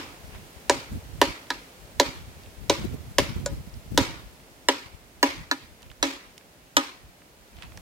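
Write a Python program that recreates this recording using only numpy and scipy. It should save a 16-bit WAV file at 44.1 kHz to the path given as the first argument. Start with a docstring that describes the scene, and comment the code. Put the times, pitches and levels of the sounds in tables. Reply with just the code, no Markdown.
"""A stony path in open country, some metres from a blade chopping a hollow bamboo pole; two microphone
ports on a walking, turning camera. It opens on a wash of air and the echo of a blow just struck.
Thirteen more follow: fibres crack, the pole rings briefly, the earth bank and bushes scatter it back.
Light wind buffets each port, hardest about three seconds in. Late on, as the camera turns away,
grit and dry stalks tick more often near the walker."""
import sys
import numpy as np
from scipy import signal
from scipy.fft import rfft, irfft
from scipy.io import wavfile
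from scipy.ndimage import uniform_filter1d

SR = 44100
rng = np.random.default_rng(int(sys.argv[2]) if len(sys.argv) > 2 else 0)


def to_wav(sig):
    """Store sig (one row per channel, or 1-D mono) as 16-bit WAV at the path in sys.argv[1].

    Samples outside -1..1 are clipped; the rate is SR.
    """
    pcm = np.clip(np.atleast_2d(sig), -1, 1) * 32767
    pcm = np.round(pcm).astype(np.int16)
    wavfile.write(sys.argv[1], SR, pcm.T)  # frames by channels


N = 344409
LEAD = 8192  # samples of run-up before time zero


def gain_of(db):
    """Decibels to a factor."""
    return 10 ** (np.asarray(db) / 20)


def unit_rms(x):
    """Scales to rms 1."""
    return x / np.sqrt(np.mean(x ** 2) + 1e-20)


def wobble(length, span):
    """Random drift of rms 1, smoothed over span points."""
    return unit_rms(uniform_filter1d(rng.standard_normal(length), span))


def at_hz(points, hz):
    """Looks up a table on a log-frequency axis."""
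    knots_hz, values = np.transpose(points)
    return np.interp(np.log(hz + 1), np.log(knots_hz + 1), values)


def add(mix, start_s, sound):
    """Mixes a sound into a track that begins with the run-up."""
    part = mix[..., LEAD + round(start_s * SR):][..., :sound.shape[-1]]
    part += sound[..., :part.shape[-1]]


def coloured(x, points):
    """Filters by a dB spectrum."""
    hz = np.fft.rfftfreq(x.shape[-1], 1 / SR)
    return irfft(rfft(x) * gain_of(at_hz(points, hz)), x.shape[-1])


def swell(t, start_s, hold_s, rise_s, fall_s):
    """Attack, hold and release in dB from the top; rise_s and fall_s each span 10 dB."""
    return -10 * (np.maximum(start_s - t, 0) / rise_s + np.maximum(t - start_s - hold_s, 0) / fall_s)


def diffuse(shape, size, length, spacing_m=0.16):
    """Noise from all round, alike at both ports in the bass; shape(t, hz) is its magnitude."""
    hz = np.fft.rfftfreq(size, 1 / SR)[:, None]
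    t = np.arange(length * 4 // size + 5) * size / 4 / SR
    a, b, c, d = rng.standard_normal((len(t), len(hz), 4)).T
    coherence = np.sinc(2 * hz * spacing_m / 343)
    left = a + 1j * b
    right = coherence * left + np.sqrt(1 - coherence ** 2) * (c + 1j * d)
    spectra = np.array([left, right]) * shape(t, hz)
    return signal.istft(spectra, nperseg=size, noverlap=size * 3 // 4)[1][:, :length]


def air():
    """Far wash of open country, falling as the camera turns to the bushes."""
    # Country air and hiss: frequency_hz, level_db
    spectrum = [(24, -45), (40, -11.5), (117, -9), (213, -7), (301, -9), (653, -10.5), (1160, -17),
                (1280, -16), (2220, -17), (3220, -19.5), (6810, -23.5), (15500, -27.5)]
    # Drift of the wash: time_s, level_db
    drift = [(0, -52.5), (1.6, -54), (3.6, -55), (5.2, -58), (7.35, -59), (7.81, -56.5)]
    wash = unit_rms(diffuse(lambda t, hz: gain_of(at_hz(spectrum, hz)), 1024, N))
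    port_db = np.array([[3.], [4.]])
    return wash * gain_of(np.interp(np.arange(N) / SR, *np.transpose(drift)) + port_db)


def wind():
    """Low turbulence and a few thuds, unrelated in the two ports; stronger gusts reach higher."""
    # Mean breeze at the ports: time_s, level_db
    breeze = [(0, -54), (.6, -63), (1.2, -45), (1.5, -66.5), (2.1, -48.5), (2.5, -52.5), (3.4, -47.5),
              (3.9, -49), (4.3, -54), (5.05, -62.5), (5.35, -50), (6, -65.5), (7.2, -66), (7.81, -53)]
    # Low bumps at the ports, wind buffets and thuds that come with the blows:
    # start_s, hold_s, level_db, left_minus_right_db
    bumps = [(0.038, 0.065, -53.5, -16), (0.244, 0.1, -48.5, 6), (0.356, 0.071, -42, -3),
             (0.699, 0.095, -42, 0), (0.91, 0.07, -34, 0.5), (1.068, 0.076, -49, -16.5),
             (1.188, 0.033, -38.5, -3), (1.26, 0.043, -43.5, 0), (1.54, 0.035, -50, 2),
             (1.97, .05, -47, -9), (2.064, 0.033, -43, 0), (2.253, 0.032, -48, 0), (2.597, 0.094, -48, 19),
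             (2.697, .05, -36, 17.5), (2.789, 0.066, -31, 5.5), (2.87, 0.071, -41, -16.5),
             (2.939, 0.057, -31.5, -6.5), (3.004, 0.081, -46.5, -14), (3.078, 0.045, -51, 20),
             (3.197, 0.04, -27, 0), (3.277, 0.052, -35, -1), (3.36, 0.052, -33, -1),
             (3.426, 0.03, -43.5, -23), (3.491, 0.054, -33, -5), (3.578, 0.024, -33, 1),
             (3.742, 0.044, -45.5, 3), (3.911, 0.057, -37, 3), (3.98, 0.05, -32, -2),
             (4.093, 0.06, -51, -17), (4.164, 0.024, -43, 0), (5.367, .06, -43, 0), (5.63, 0.047, -53, -7),
             (5.843, 0.068, -50, -1), (6.025, .03, -47, -5), (6.764, 0.037, -49, -4),
             (7.03, 0.064, -52, -5), (7.546, .05, -47.5, -3), (7.639, 0.036, -44.5, 0),
             (7.722, 0.06, -45.5, -2)]
    # Rumble at full gust: frequency_hz, level_db
    spectrum = [(20, -6.5), (45, -3), (75, 0.5), (130, -3.5), (250, -11.5), (500, -29.5), (900, -47.5)]
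    lumpy_db, flutter_db, full_gust_db = 4.5, 4.5, -35.5
    hz = np.fft.rfftfreq(1024, 1 / SR)[:, None]
    t = np.arange(N // 256 + 5) * 256 / SR
    ports = []
    for side in (.5, -.5):
        power = gain_of(np.interp(t, *np.transpose(breeze)) + lumpy_db * wobble(len(t), 8)) ** 2
        for start_s, hold_s, db, pan_db in bumps:
            swell_db = swell(t, start_s, hold_s, rise_s=0.0089, fall_s=0.013)
            power += gain_of(db + side * pan_db + swell_db) ** 2
        gust_db = 10 * np.log10(power)
        squeeze = gain_of(0.33 * (full_gust_db - gust_db))  # slow air makes larger, lower eddies
        real, imag = rng.standard_normal((len(t), len(hz), 2)).T
        spectra = (real + 1j * imag) * gain_of(at_hz(spectrum, hz * squeeze))
        spectra /= np.linalg.norm(spectra, axis=0)
        rumble = signal.istft(spectra, nperseg=1024, noverlap=768)[1][:N]
        level_db = np.interp(np.arange(N) / SR, t, gust_db) + 3.5 + flutter_db * wobble(N, 700)
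        ports.append(gain_of(uniform_filter1d(level_db, size=200)) * rumble)
    return np.array(ports)


def rustle():
    """Stalks brushed beside the walker: dense uneven clicks under each stroke."""
    # Strokes through the stalks: peak_s, level_db
    strokes = [(.35, -47), (2.4, -58), (5.83, -55), (7.57, -60), (7.64, -47), (7.78, -73)]
    # Colour of dry stalks: frequency_hz, level_db
    spectrum = [(410, -21), (700, 0), (965, 1), (1250, -6.5), (2680, -3), (6170, -22), (12000, -54),
                (15600, -58), (22000, -120)]
    clicks_per_s = 5000
    t = np.arange(N) / SR
    level = sum(gain_of(db + swell(t, peak_s, 0, rise_s=0.032, fall_s=0.036)) for peak_s, db in strokes)
    clicks = rng.standard_normal((2, N)) * gain_of(3.0 * np.minimum(rng.exponential(1, N), 3))
    clicks *= rng.random(N) < clicks_per_s / SR
    return level * unit_rms(coloured(clicks, spectrum))


def ticks():
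    """Grit and dry stalks snap close by: a few milliseconds of noise around one pitch."""
    # Snaps on the path: start_s, level_db, pitch_hz, width_hz, left_minus_right_db
    snaps = [(1.469, -43, 2400, 2000, -1), (2.435, -42, 3500, 4000, 0), (2.461, -41, 3130, 1185, -3),
             (3.696, -49, 4800, 1193, -4), (3.741, -41, 5100, 1500, -6), (4.401, -48, 2160, 2500, 2),
             (5.821, -43, 5000, 8050, -2), (5.829, -43, 3500, 6000, -14), (5.862, -47, 2450, 3000, -4),
             (5.901, -41, 2750, 700, -2), (5.915, -39, 1740, 1800, -8), (6.379, -36, 4430, 5000, -9),
             (6.411, -45, 1770, 1020, -10), (7.219, -45, 1500, 1500, 1), (7.568, -43, 3970, 4000, -5),
             (7.587, -43, 2270, 2000, 5), (7.623, -30.5, 2200, 2350, -11), (7.632, -37, 2300, 3000, -6),
             (7.651, -45, 2800, 1500, -8), (7.72, -43.5, 1200, 1400, -13), (7.774, -33.5, 4460, 6000, -6),
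             (7.7745, -35, 1150, 1200, -3)]
    out = np.zeros((2, LEAD + N))
    t = np.arange(600) / SR
    for start_s, db, hz, width_hz, pan_db in snaps:
        band = signal.iirpeak(hz, hz / width_hz, SR)
        noise = signal.lfilter(*band, rng.standard_normal(len(t)))
        snap = signal.lfilter(*band, noise) * np.exp(-t / 0.0019)
        port_gain = gain_of(db + np.array([[pan_db / 2], [-pan_db / 2]]))
        add(out, start_s, port_gain * snap / abs(snap).max())
    return out[:, LEAD:]


def scatter(sound):
    """Leaves and banks return a patchy haze that swells, then dies by band; the pole's notes stay in it."""
    # Colour of the haze: frequency_hz, level_db
    spectrum = [(200, -41), (260, 8.5), (600, -18), (1000, -5), (1600, -7), (1950, -4.5), (2350, -5.5),
                (2800, -5), (4500, -5), (7500, -12.5), (10000, -17.5), (16000, -22)]
    # Decay among the bushes: frequency_hz, t60_s
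    decay = [(250, 0.37), (660, 0.65), (1740, 0.57), (4600, 0.48), (10000, 0.43)]
    ring_hz, ring_width_hz, ring_share, notes_t60_s = 2300, 260, 0.67, 0.32
    length = 28000
    t = np.arange(length) / SR
    blow_db = 10 * np.log10(uniform_filter1d(abs(rfft(sound)) ** 2, size=200)[::16, None] + 1e-12)

    def bushes(t, hz):
        """Each bush answers at its own moment and in its own band."""
        patches = uniform_filter1d(rng.standard_normal((len(t), len(hz))).T, size=2, axis=0)
        patches = unit_rms(uniform_filter1d(patches, size=14, axis=1))
        return gain_of(at_hz(spectrum, hz) + 0.19 * blow_db + 2.35 * patches - 60 * t / at_hz(decay, hz))

    haze = diffuse(bushes, 512, length)
    haze += ring_share * signal.lfilter(*signal.iirpeak(ring_hz, ring_hz / ring_width_hz, SR), haze)
    haze *= (1 - np.exp(-t / 0.004)) * gain_of(1.3 * wobble(length, 300))
    dulled = signal.sosfilt(signal.butter(4, 3000, fs=SR, output="sos"), sound)
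    paths = diffuse(lambda t, hz: gain_of(-60 * t / notes_t60_s), 512, length)
    notes = signal.fftconvolve(dulled[None], paths / np.linalg.norm(paths[0]), axes=1)[:, :length]
    return haze * np.linalg.norm(sound) / np.linalg.norm(haze[0]) + gain_of(-4.0) * notes


def path_and_bank(sound):
    """The direct sound, its bounce off the path and slaps off the earth bank, which absorbs treble."""
    # Slaps off the bank: delay_s, level_db
    slaps = [(.0045, -11), (0.01, -7.5), (.019, -20), (0.028, -31.5)]
    response = np.zeros(2048)
    for delay_s, db in slaps:
        response[round(delay_s * SR)] = gain_of(db)
    response = signal.lfilter(*signal.butter(1, 2000, fs=SR), response)
    response[0] = 1
    response[round(.0013 * SR)] = gain_of(-29)  # off the path
    return np.convolve(sound, response)[:len(sound)]


def at_ports(sound, time_s, margin_s):
    """A plane wave is duller at the left port, and arrives later there as the camera turns away."""
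    # Turn of the camera: time_s, left_delay_ms
    turn = [(0, 0), (1.2, .02), (3.2, -.04), (4, 0), (4.7, .09), (5.5, .16), (6.8, .27), (7.8, .27)]
    # Shading of the left port: frequency_hz, left_minus_right_db
    shade = [(300, 0), (2000, -.3), (4000, -2), (9000, -2.5)]
    hz = np.fft.rfftfreq(len(sound), 1 / SR)
    late_s = np.interp(time_s, *np.transpose(turn)) / 1000
    left = gain_of(at_hz(shade, hz) / 2) * np.exp(-2j * np.pi * hz * (late_s + margin_s))
    right = gain_of(-at_hz(shade, hz) / 2) * np.exp(-2j * np.pi * hz * margin_s)
    return irfft(rfft(sound) * np.array([left, right]), len(sound))


def pole_ring(t, column_db, low_db, low_hz, middle_db, high_db, high_hz, focus, looseness):
    """The blade's push jolts the pole and rings its modes; the place struck favours some of them."""
    # Mode families (air column; low, middle, high wall), each with rows of: pitch_hz, level_db, t60_s
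    families = [
        [(279.9, -0.5, 0.11), (311, 0.5, 0.057)],
        [(352, 6.5, 0.066), (555.8, 0.5, 0.08), (632, -8.5, 0.097)],
        [(820, -11, .12), (959.7, 1.5, 0.081)],
        [(1250, -5.5, .09), (1446, -2, 0.024), (1700, 3, 0.03), (1815, -2.5, 0.06), (2270, -7.5, 0.075),
         (2860, 3, 0.044), (3500, -22, 0.032), (4100, 8, 0.028)],
    ]
    jolt_hz, jolt_t60_s = 395.4, 0.032
    jolt_db = low_db + 7.1 - .2 * focus  # a glancing, selective tap hardly moves the pole
    jolt = gain_of(jolt_db - 60 * t / jolt_t60_s) * (1 - np.exp(-t / 0.0072))
    ring = jolt * np.sin(2 * np.pi * jolt_hz * t)
    levels_db = (column_db, low_db, middle_db, high_db)
    for modes, family_db, favoured_hz in zip(families, levels_db, (None, low_hz, None, high_hz)):
        for hz, mode_db, t60_s in modes:
            loss_db = focus * abs(np.log2(hz / favoured_hz)) if favoured_hz else 0
            detune = 1 + 0.0056 * rng.standard_normal()  # grip and notch change from blow to blow
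            rise = 1 - np.exp(-t / (0.43 / hz + .0007))  # part of a cycle plus the blade's push
            fall = gain_of(family_db + mode_db - loss_db - 60 * t / (t60_s * looseness))
            ring += rise * fall * np.sin(2 * np.pi * hz * detune * t)
    return ring


def crack(t, notch_hz, edge_db, focus):
    """Fibres snap for a few milliseconds, the notch's cut lips ring and steel ticks on the hard skin."""
    # Snapping fibres: frequency_hz, level_db
    fibre_spectrum = [(1000, -8), (1800, -3), (2600, -9.5), (4500, -2.5), (7000, -6.5), (8800, -13.5),
                      (11000, -62)]
    # Tick of the blade's edge: frequency_hz, level_db
    edge_spectrum = [(7000, -47), (9000, 4.5), (12500, 6), (16000, -10)]
    notch_width_hz, notch_share = 350, 0.028 * min(focus, 45)
    fibre_noise, edge_noise = rng.standard_normal((2, len(t)))
    burst = (t / 0.0023) * np.exp(1 - t / 0.0011)
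    burst += 0.25 * np.exp(-t / 0.0084) * (1 - np.exp(-t / 0.0024))
    fibres = unit_rms(burst * coloured(fibre_noise, fibre_spectrum))
    lips = signal.lfilter(*signal.iirpeak(notch_hz, notch_hz / notch_width_hz, SR), burst * fibre_noise)
    wood = unit_rms(fibres + notch_share * unit_rms(lips))
    edge = unit_rms(burst * coloured(edge_noise, edge_spectrum))
    return gain_of(-25.0) * wood + gain_of(edge_db - 21.5) * edge


def chopping():
    """Blows on the bamboo some metres up the path, each with its reflections and scattered tail."""
    # Blade strokes: start_s, level_db, notch_hz, edge_db, column_db, low_db, low_hz, middle_db, high_db,
    # high_hz, focus_db_per_octave, looseness (of the grip, a factor on ring time), haze_db
    blows = [(-.12, -3.5, 2630, -25, -10, -7, 550, -6, -12, 2370, 20, 1.57, -13.5),
             (.6956, -6, 6800, -37, -21, -5, 510, -9.5, -12.5, 1850, 23, 0.95, -11.5),
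             (1.2146, -6, 3030, -14.5, -18.5, -4, 497, -6, -11, 1800, 19, 0.83, -11.5),
             (1.5033, -14.5, 3930, -31, -21.5, -21.5, 546, -13, -3, 1540, 35, 0.89, -10.5),
             (1.9978, -3, 4060, -22, -16, -9.5, 560, -11.5, -18, 1970, 18, 0.78, -11),
             (2.6965, -5.5, 3770, -21, -22.5, -6.5, 518, -13, -17, 2270, 16, 0.85, -10),
             (3.1833, -4, 2990, -10.5, -20, -9, 557, -14.5, -21, 1740, 21.5, 0.71, -9.5),
             (3.46, -15, 7100, -19, -40, -7.5, 546, -27, -12.5, 1470, 84, 1.9, -18.5),
             (3.9754, -3.5, 3600, -19, -13, -11, 560, -13, -15, 1510, 23.5, 0.8, -8.5),
             (4.6856, -4.5, 3150, -21, -16.5, -10, 547, -10.5, -10, 1700, 19.5, 0.71, -11),
             (5.228, -7, 4260, -13.5, -14, -12.5, 550, -9, -7.5, 1920, 14.5, 1.16, -9.5),
             (5.5126, -9, 3960, -24, -19.5, -25.5, 557, -18, -2.5, 1545, 48, 1.06, -16),
             (6.0267, -6, 3760, -21, -18.5, -20, 557, -20, -19.5, 1980, 18.5, 1.72, -7),
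             (6.767, -2.5, 2980, -18.5, -21.5, -20, 560, -17, -8.5, 1330, 22, 1.2, -13.5)]
    margin_s = 0.001  # lets the left port be early as well as late
    out = np.zeros((2, LEAD + N))
    t = np.arange(8192) / SR
    for start_s, db, notch_hz, edge_db, *mode_balance, focus, looseness, haze_db in blows:
        ring = pole_ring(t, *mode_balance, focus, looseness)
        blow = gain_of(db) * (gain_of(4.5) * ring + crack(t, notch_hz, edge_db, focus))
        add(out, start_s - margin_s, at_ports(path_and_bank(blow), start_s, margin_s))
        add(out, start_s, gain_of(haze_db) * scatter(blow))
    no_bass = signal.cheby1(8, 1, 258, "high", fs=SR, output="sos")  # a thin pole radiates no bass
    return signal.sosfilt(no_bass, out)[:, LEAD:]


def scene():
    """All sources at the camera's two ports."""
    return chopping() + ticks() + rustle() + wind() + air()


def record(dry):
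    """Microphone low cut and clipping, then a low-pass removing treble above 16 kHz."""
    # Microphone response: frequency_hz, gain_db
    response = [(15, -27), (30, -17), (45, 6), (65, 2), (100, 1)]
    clipped = np.clip(coloured(dry, response), -1, 1)
    low_pass = signal.firwin(511, 16000, window=("kaiser", 9), fs=SR)
    return signal.oaconvolve(clipped, low_pass[None], "same", axes=1)


dry = scene()
out = record(dry)
to_wav(out)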